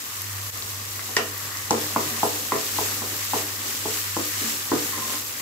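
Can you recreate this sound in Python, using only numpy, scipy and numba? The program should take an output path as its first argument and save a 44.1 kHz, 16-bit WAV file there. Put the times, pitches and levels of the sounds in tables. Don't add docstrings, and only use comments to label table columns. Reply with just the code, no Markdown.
import sys
import numpy as np
from scipy import signal
from scipy.fft import rfft, irfft
from scipy.io import wavfile
from scipy.ndimage import uniform_filter1d
from numba import njit

SR = 44100
rng = np.random.default_rng(int(sys.argv[2]) if len(sys.argv) > 2 else 0)


def field_ratio(decibels):
    return 10 ** (np.asarray(decibels, dtype=float) / 20)


def master(y):
    cut = np.clip(np.atleast_2d(y).T, -1, 1)
    pcm = np.round(cut * 32767)
    wavfile.write(sys.argv[1], SR, pcm.astype(np.int16))


N = 238580
T = np.arange(N) / SR
HZ = np.fft.rfftfreq(N, 1 / SR) + 1


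def level(x, db):
    return x * field_ratio(db) / np.sqrt(np.mean(np.mean(x, axis=0) ** 2))


def shape(points):
    hz, db = np.transpose(points)
    return field_ratio(np.interp(np.log(HZ), np.log(hz), db))


def humps(peaks):
    power = sum(field_ratio(db) ** 2 / (1 + (2 * (HZ - hz) / width) ** 2) ** 2 for hz, width, db in peaks)
    return np.sqrt(power)


def colour(x, gain):
    return irfft(rfft(x) * gain, N)


def diffuse(pair, alike_hz):
    alike = np.exp(-(HZ / alike_hz) ** 2)
    mid = colour(pair[0], np.sqrt(1 + alike))
    side = colour(pair[1], np.sqrt(1 - alike))
    return np.array([mid + side, mid - side]) / 2


def walk(rate):
    hold = int(SR / rate)
    steps = np.repeat(rng.standard_normal(N // hold + 1), hold)
    return uniform_filter1d(steps, hold)[:N]


@njit
def add(out, start, hz, decay, rise, size):
    for g in range(len(hz)):
        turn = np.exp(2j * np.pi * hz[g] / SR - decay[g])
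        shrink = np.exp(-rise[g])
        for c in range(2):
            first = int(start[c, g])
            wait = 1.
            z = size[g] * np.exp(-2j * np.pi * hz[g] / SR * (start[c, g] - first))
            for j in range(first + 1, min(first + int(7 / decay[g]), out.shape[1])):
                z *= turn
                wait *= shrink
                out[c, j] += z.imag * (1 - wait)
    return out


# frequency in Hz, density in dB per Hz.
AIR = [(15, -57), (25, -41), (43, -17), (68, -21.5), (96, -9), (122, -15.5), (151, -17), (180, -21.5),
       (298, -19), (579, -19), (681, -22.5), (1040, -14.5), (1200, -12.5), (1560, -44), (2640, -120)]


def room_air():
    air = colour(diffuse(rng.standard_normal((2, N)), alike_hz=605), shape(AIR))
    return level(air, -47.5) * field_ratio(1.1 * walk(4.24))


# time in seconds, level in dB.
HUM = [(0, -56), (.3, -37.5), (.44, -39), (.62, -46), (.75, -41.5), (1.25, -47.5), (1.36, -43), (2.5, -44),
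       (2.61, -53), (2.7, -44.5), (3.6, -45), (3.68, -48), (4.19, -40), (4.29, -47.5), (4.4, -41),
       (4.51, -53), (4.85, -45), (5.41, -52.5)]


def hum():
    hz = 100.2 + .3 * walk(2.9)
    hum_db = np.interp(T, *np.transpose(HUM)) + 1.3 * walk(6.6)
    lag = np.array([[.06], [0]])
    return np.sqrt(2) * field_ratio(hum_db) * np.sin(2 * np.pi * np.cumsum(hz) / SR - lag)


def room(x):
    t = T[:SR // 2]
    noise = rng.standard_normal((2, 2, len(t)))
    dull = signal.lfilter([.25], [1, -.75], noise[0]) * field_ratio(-60 * t / 0.33)
    bright = 0.29 * noise[1] * field_ratio(-60 * t / 0.14)
    tail = np.zeros((2, N))
    tail[:, :len(t)] = (dull + bright) * np.minimum(t / 0.0042, 1)
    tail = colour(diffuse(tail, alike_hz=450), 1 / (1 + (260 / HZ) ** 4))
    tail = tail / np.sqrt(np.sum(tail[0] ** 2))
    return signal.fftconvolve(x.mean(axis=0)[None], tail, axes=1)[:, :N]


# middle in seconds, half length in seconds, sizzle in dB, scrape in dB.
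STROKES = [(1.05, 0.14, -48, -49.5), (1.445, 0.084, -70, -46.5), (1.574, 0.016, -46, -58),
           (1.81, 0.091, -40.5, -52), (1.934, 0.14, -43, -41.5), (2.093, 0.1, -40, -41),
           (2.3, 0.15, -38.5, -41.5), (2.628, 0.11, -38, -48), (2.862, 0.12, -35.5, -41.5),
           (3.11, 0.084, -41, -44), (3.25, 0.092, -39, -59), (3.374, .05, -37, -41),
           (3.49, 0.072, -41, -46), (3.698, 0.1, -38, -44.5), (3.933, 0.09, -37, -46.5),
           (4.064, 0.11, -41, -57), (4.255, 0.11, -38.5, -58), (4.476, 0.12, -36, -44),
           (4.822, 0.12, -38, -44.5), (4.983, 0.047, -43, -42), (5.105, 0.087, -37.5, -40.5),
           (5.4, 0.15, -45, -49.5)]


def strokes(column, rest_db):
    table = np.array(STROKES)[:, [0, 1, column]]
    swells = sum(field_ratio(db) ** 2 * np.exp(-((T - s) / half) ** 2) for s, half, db in table)
    return 10 * np.log10(field_ratio(rest_db) ** 2 + swells)


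def bubbles(count, lo_hz, hi_hz, cycles, spread_db, lag):
    when, pitch, side = rng.random((count, 3)).T
    hz = lo_hz + (hi_hz - lo_hz) * pitch
    start = when * (N - 99) + 40 + np.outer([1, -1], lag * (side - .5))
    burst_db = spread_db * np.minimum(rng.exponential(size=count), 5)
    size = field_ratio(burst_db) * np.sqrt(hz / hi_hz)
    return level(add(np.zeros((2, N)), start, hz, hz / SR / cycles, 2 * hz / SR, size), 0)


# frequency in Hz, width in Hz, level in dB.
SEETHE = [
    (1180, 390, 0.5),
    (1560, 380, -12.5),
    (1880, 430, 1.5),
]


def seething(heat_db):
    big = bubbles(count=9000, lo_hz=515.0, hi_hz=3000.0, cycles=2.9, spread_db=1.5, lag=46.0)
    seethe_db = -48 + 0.5 * heat_db + 3.7 * walk(8)
    return level(colour(big, humps(SEETHE)), -1.4) * field_ratio(seethe_db)


# frequency in Hz, density in dB per Hz.
FIZZ = [(1180, -6), (2000, -4), (2440, -4.5), (2770, -3.5), (3070, -4), (3230, -4.5), (6090, -2),
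        (6640, -1.5), (7680, -0.5), (9190, -7), (12600, 0.5), (14900, -2.5), (15500, -6)]
# start in seconds, level in dB, t60 in seconds.
JOLTS = [
    (1.167, -30.5, 0.14),
    (1.707, -34.5, 0.26),
]


def fizzing(rest_db, heat_db):
    jolt = sum((T > s) * field_ratio(db - 60 * np.abs(T - s) / t60) for s, db, t60 in JOLTS)
    keep = np.exp(-1 / SR / .25)
    late_db = signal.lfilter([1 - keep], [1, -keep], heat_db)
    spray_db = rest_db + 2.23 + 0.51 * heat_db + 0.46 * late_db
    hiss = level(rng.standard_normal((2, N)), 0.9) * field_ratio(1.0 * walk(19))
    fine = bubbles(count=22000, lo_hz=1400.0, hi_hz=21100.0, cycles=0.98, spread_db=0.74, lag=35.9)
    fizz = colour(fine + hiss, shape([(300, -43)] + FIZZ[:-1]))
    split = 1 / (1 + (HZ / 9500) ** 8)
    body = level(colour(fizz, split), 3.88) * np.hypot(field_ratio(rest_db + heat_db), jolt)
    spray = level(colour(fizz, 1 - split), 0.51) * field_ratio(spray_db + 0.9 * walk(24.77))
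    return body + spray


def frying():
    rest_db = -42
    heat_db = strokes(column=2, rest_db=rest_db) - rest_db
    return fizzing(rest_db, heat_db) + seething(heat_db)


def short_hits(s, db, hz, t60, room_db):
    start = np.array([s * SR, s * SR + 3])
    decay = np.log(1000) / SR / t60
    return np.array([add(np.zeros((2, N)), start, hz, decay, 5.0 * decay, field_ratio(d))
                     for d in (db, db + room_db)])


# start in seconds, peak in dB, frequency in Hz.
SPITS = [(.058, -17, 9000), (.169, -15, 7510), (.219, -6, 11500), (.243, -16, 7000), (.4715, -17, 12500),
         (.511, -8, 13000), (.574, -16, 6200), (.5742, -17, 12500), (.6235, -12.5, 4200), (.63, -17, 7000),
         (1.3796, -8, 12900), (1.5718, -11, 6060), (2.611, -12, 4800)]


def spits():
    s, db, hz = np.transpose(SPITS)
    return short_hits(s, db, hz, 14 / hz, room_db=-12)


# start in seconds, peak in dB, frequency in Hz, t60 in seconds.
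THUDS = [(1.420, -38, 140, 0.27), (1.708, -11.5, 415, 0.015), (1.830, -34, 140, 0.17),
         (2.060, -29.5, 141, 0.18), (3.017, -30, 380, 0.046), (3.855, -21.5, 450, .026),
         (4.166, -18, 310, 0.023), (4.415, -26, 303, 0.032), (4.441, -26.5, 226, 0.08),
         (4.717, -12.5, 325, 0.024), (5.000, -38, 149, 0.18)]


def thuds():
    s, db, hz, t60 = np.transpose(THUDS)
    return short_hits(s, db, hz, t60, room_db=-4.5)


# frequency in Hz, peak in dB, t60 in seconds, room share in dB.
HANDLE = [(420, -12.5, 0.019, -11), (690, -22, 0.0053, 8), (1010, -11.5, .013, -5), (1380, -14, 0.011, -5),
          (1880, -3, 0.015, -10.5), (2230, -11.5, .012, -5), (2840, -13.5, 0.012, 0.5),
          (3840, -9.5, 0.0048, -3), (4400, -14, 0.0069, 2), (5100, -3, 0.007, -6), (5920, -6, 0.0044, 5.5),
          (7800, -15, .005, -4)]


def handle_clack():
    hz, db, t60, room_db = np.transpose(HANDLE)
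    return short_hits(1.1662 + 0.78 / hz, db, hz, t60, room_db)


PAN_HZ = [140, 231, 285, 301, 347, 377, 395, 435, 490, 526, 590, 657, 700, 740, 820, 915, 1010, 1070, 1125,
          1228, 1306, 1375]
# level in dB, t60 in seconds.
PAN = [(-11, 0.47), (-1.5, 0.2), (-7, 0.34), (-0.5, 0.33), (-46, .2), (-6, 0.14), (-8, 0.35), (-5, 0.32),
       (-4, 0.44), (-5, 0.21), (-5, 0.16), (-7, 0.34), (-14, 0.056), (-3, 0.21), (-3, 0.078), (-3, 0.08),
       (-9, 0.17), (-5, 0.27), (0.5, 0.08), (-9, 0.53), (-3, 0.088), (-8.5, 0.47)]


def strike_pan(table, length, cycles, lead_s, rise_s):
    s, db, tap_hz, ring_db, centre_hz = np.transpose(table)
    start = (np.array([s, s]) + lead_s) * SR
    rise = 1 / rise_s / SR
    taps = add(np.zeros((2, N)), start, tap_hz, tap_hz / SR / cycles, 0 * s + rise, field_ratio(db + 7.0))
    hz = np.array(PAN_HZ, float)
    mode_db, t60 = np.transpose(PAN)
    spot = rng.standard_normal((len(s), 3, len(hz)))
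    octaves = np.log2(hz / centre_hz[:, None])
    gain_db = (db + ring_db)[:, None] + mode_db - 1.52 * octaves ** 2 + 1.6 * spot[:, 0]
    delay = 50 * np.abs(spot[:, 1]) + 6 * np.array([spot[:, 2], -spot[:, 2]])
    rings = (start[:, :, None] + delay).reshape(2, -1)
    decay = (np.log(1000) / SR / np.outer(0 * s + length, t60)).ravel()
    return add(taps, rings, np.tile(hz, len(s)), decay, 0 * decay + rise, field_ratio(gain_db).ravel())


# start in seconds, peak in dB, tap and ring centre in Hz, ring in dB under the tap.
ROCKS = [(1.179, -21, 420, -7), (1.719, -30, 297, -13), (1.736, -15, 484, -13), (1.777, -36, 477, -19),
         (1.974, -48, 310, -5), (2.004, -23, 383, -18), (2.244, -25, 440, -14), (2.262, -26, 453, -23),
         (2.531, -28.5, 316, -5), (2.546, -23.5, 396, -5), (2.809, -19, 433, -32), (3.12, -33.5, 364, -7),
         (3.358, -21, 444, -14), (3.879, -24, 452, -29), (4.19, -24, 298, -11), (4.417, -32, 299, -8.5),
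         (4.729, -15.5, 296, -9), (4.749, -45, 281, -12), (4.79, -29, 297, -23)]


def rocking():
    rows = [(s, db, hz, ring_db, hz) for s, db, hz, ring_db in ROCKS]
    return strike_pan(rows, length=0.68, cycles=2.3, lead_s=0.001915, rise_s=0.005)


# frequency in Hz, width in Hz, level in dB.
SQUEAL = [
    (1045, 40, 0),
    (965, 40, -8),
    (1170, 60, -12),
]


def scraping():
    ticks = rng.standard_normal((2, 2, N)) * (rng.random(N) < .05) * field_ratio(1.5 * walk(40))
    modes = [(hz, 8.0 / t60, db - 3.1 * np.log2(hz / 300) ** 2) for hz, (db, t60) in zip(PAN_HZ, PAN)]
    scrape = level(colour(diffuse(ticks[0], alike_hz=650.0), humps(modes)), 0)
    scrape = scrape * field_ratio(strokes(column=3, rest_db=-57))
    corners = 4.89 + np.cumsum([0, .07, .2, .04])
    swell = np.interp(T, corners, [0, field_ratio(-38), field_ratio(-38 - 7), 0])
    song = level(colour(diffuse(ticks[1], alike_hz=1500), humps(SQUEAL)), 0)
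    return scrape + song * swell


# start in seconds, peak in dB,
# frequency in Hz, t60 in seconds, room share in dB.
EDGES = [
    (.9940, -22, 2000, .008, -7),
    (1.1657, -17, 2380, .006, -21),
    (1.963, -22, 2240, 0.0041, 2),
    (2.5210, -13.5, 1880, .0062, -3),
    (2.5215, -24, 2510, .008, -7),
    (3.3350, -25, 1700, 0.0099, -6),
    (4.7190, -17.5, 1600, 0.0067, -3),
]


def knock_edges():
    return short_hits(*np.transpose(EDGES))


# start in seconds, peak in dB, frequency in Hz, t60 in seconds, room share in dB.
CRACK = [
    (1.7074, -6, 5600, .008, -14),
    (1.7081, -4.5, 6900, .009, -14),
    (1.7078, -12, 4200, .005, -16),
    (1.7084, -15, 9500, .005, -16),
]


def crack():
    return short_hits(*np.transpose(CRACK))


# start in seconds, peak in dB, wood tap in Hz, ring in dB under the tap,
# ring centre in Hz.
KNOCKS = [(0.989, -25.5, 1240, -24, 338), (1.087, -33.5, 1040, -8.5, 431), (1.704, -8.5, 890, -14, 304),
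          (1.958, -7, 1035, -17, 298), (2.228, -9, 870, -14.5, 425), (2.517, -8.5, 1060, -19, 298.5),
          (2.783, -13.5, 900, -18, 400), (3.016, -23, 1000, -12.5, 374), (3.331, -12, 890, -15.5, 430),
          (3.852, -22, 890, -11.5, 433), (4.163, -18, 1040, -11.5, 300), (4.714, -12, 1010, -12, 299)]


def knocks():
    return strike_pan(KNOCKS, length=0.64, cycles=1.3, lead_s=.0034, rise_s=.0006)


def scene():
    pan_hits = rocking() + knocks()
    direct, send = spits() + thuds() + handle_clack() + knock_edges() + crack()
    struck = pan_hits + direct + room(field_ratio(-7) * pan_hits + 1.5 * send)
    struck = signal.sosfilt(signal.butter(3, 135, "high", fs=SR, output="sos"), struck)
    return room_air() + hum() + frying() + scraping() + struck


# frequency in Hz, left over right in dB.
PORT_TILT = [(40, .3), (100, -2.5), (250, -1), (500, .4), (4000, 0.3), (8000, -0.5), (12000, 4.5)]


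def ports(x):
    tilt = np.sqrt(shape(PORT_TILT))
    return colour(x, np.array([tilt, 1 / tilt]) * (HZ < 15680))


def low_pass(x):
    return signal.sosfilt(signal.butter(12, 15880, fs=SR, output="sos"), x)


def record(dry):
    skip_db = np.interp(T - .508, [-.007, 0, .032], [0, -10, 0])
    rounded = .95 * np.tanh(dry * field_ratio(skip_db) / .95)
    return low_pass(ports(rounded))


dry = scene()
out = record(dry)
master(out)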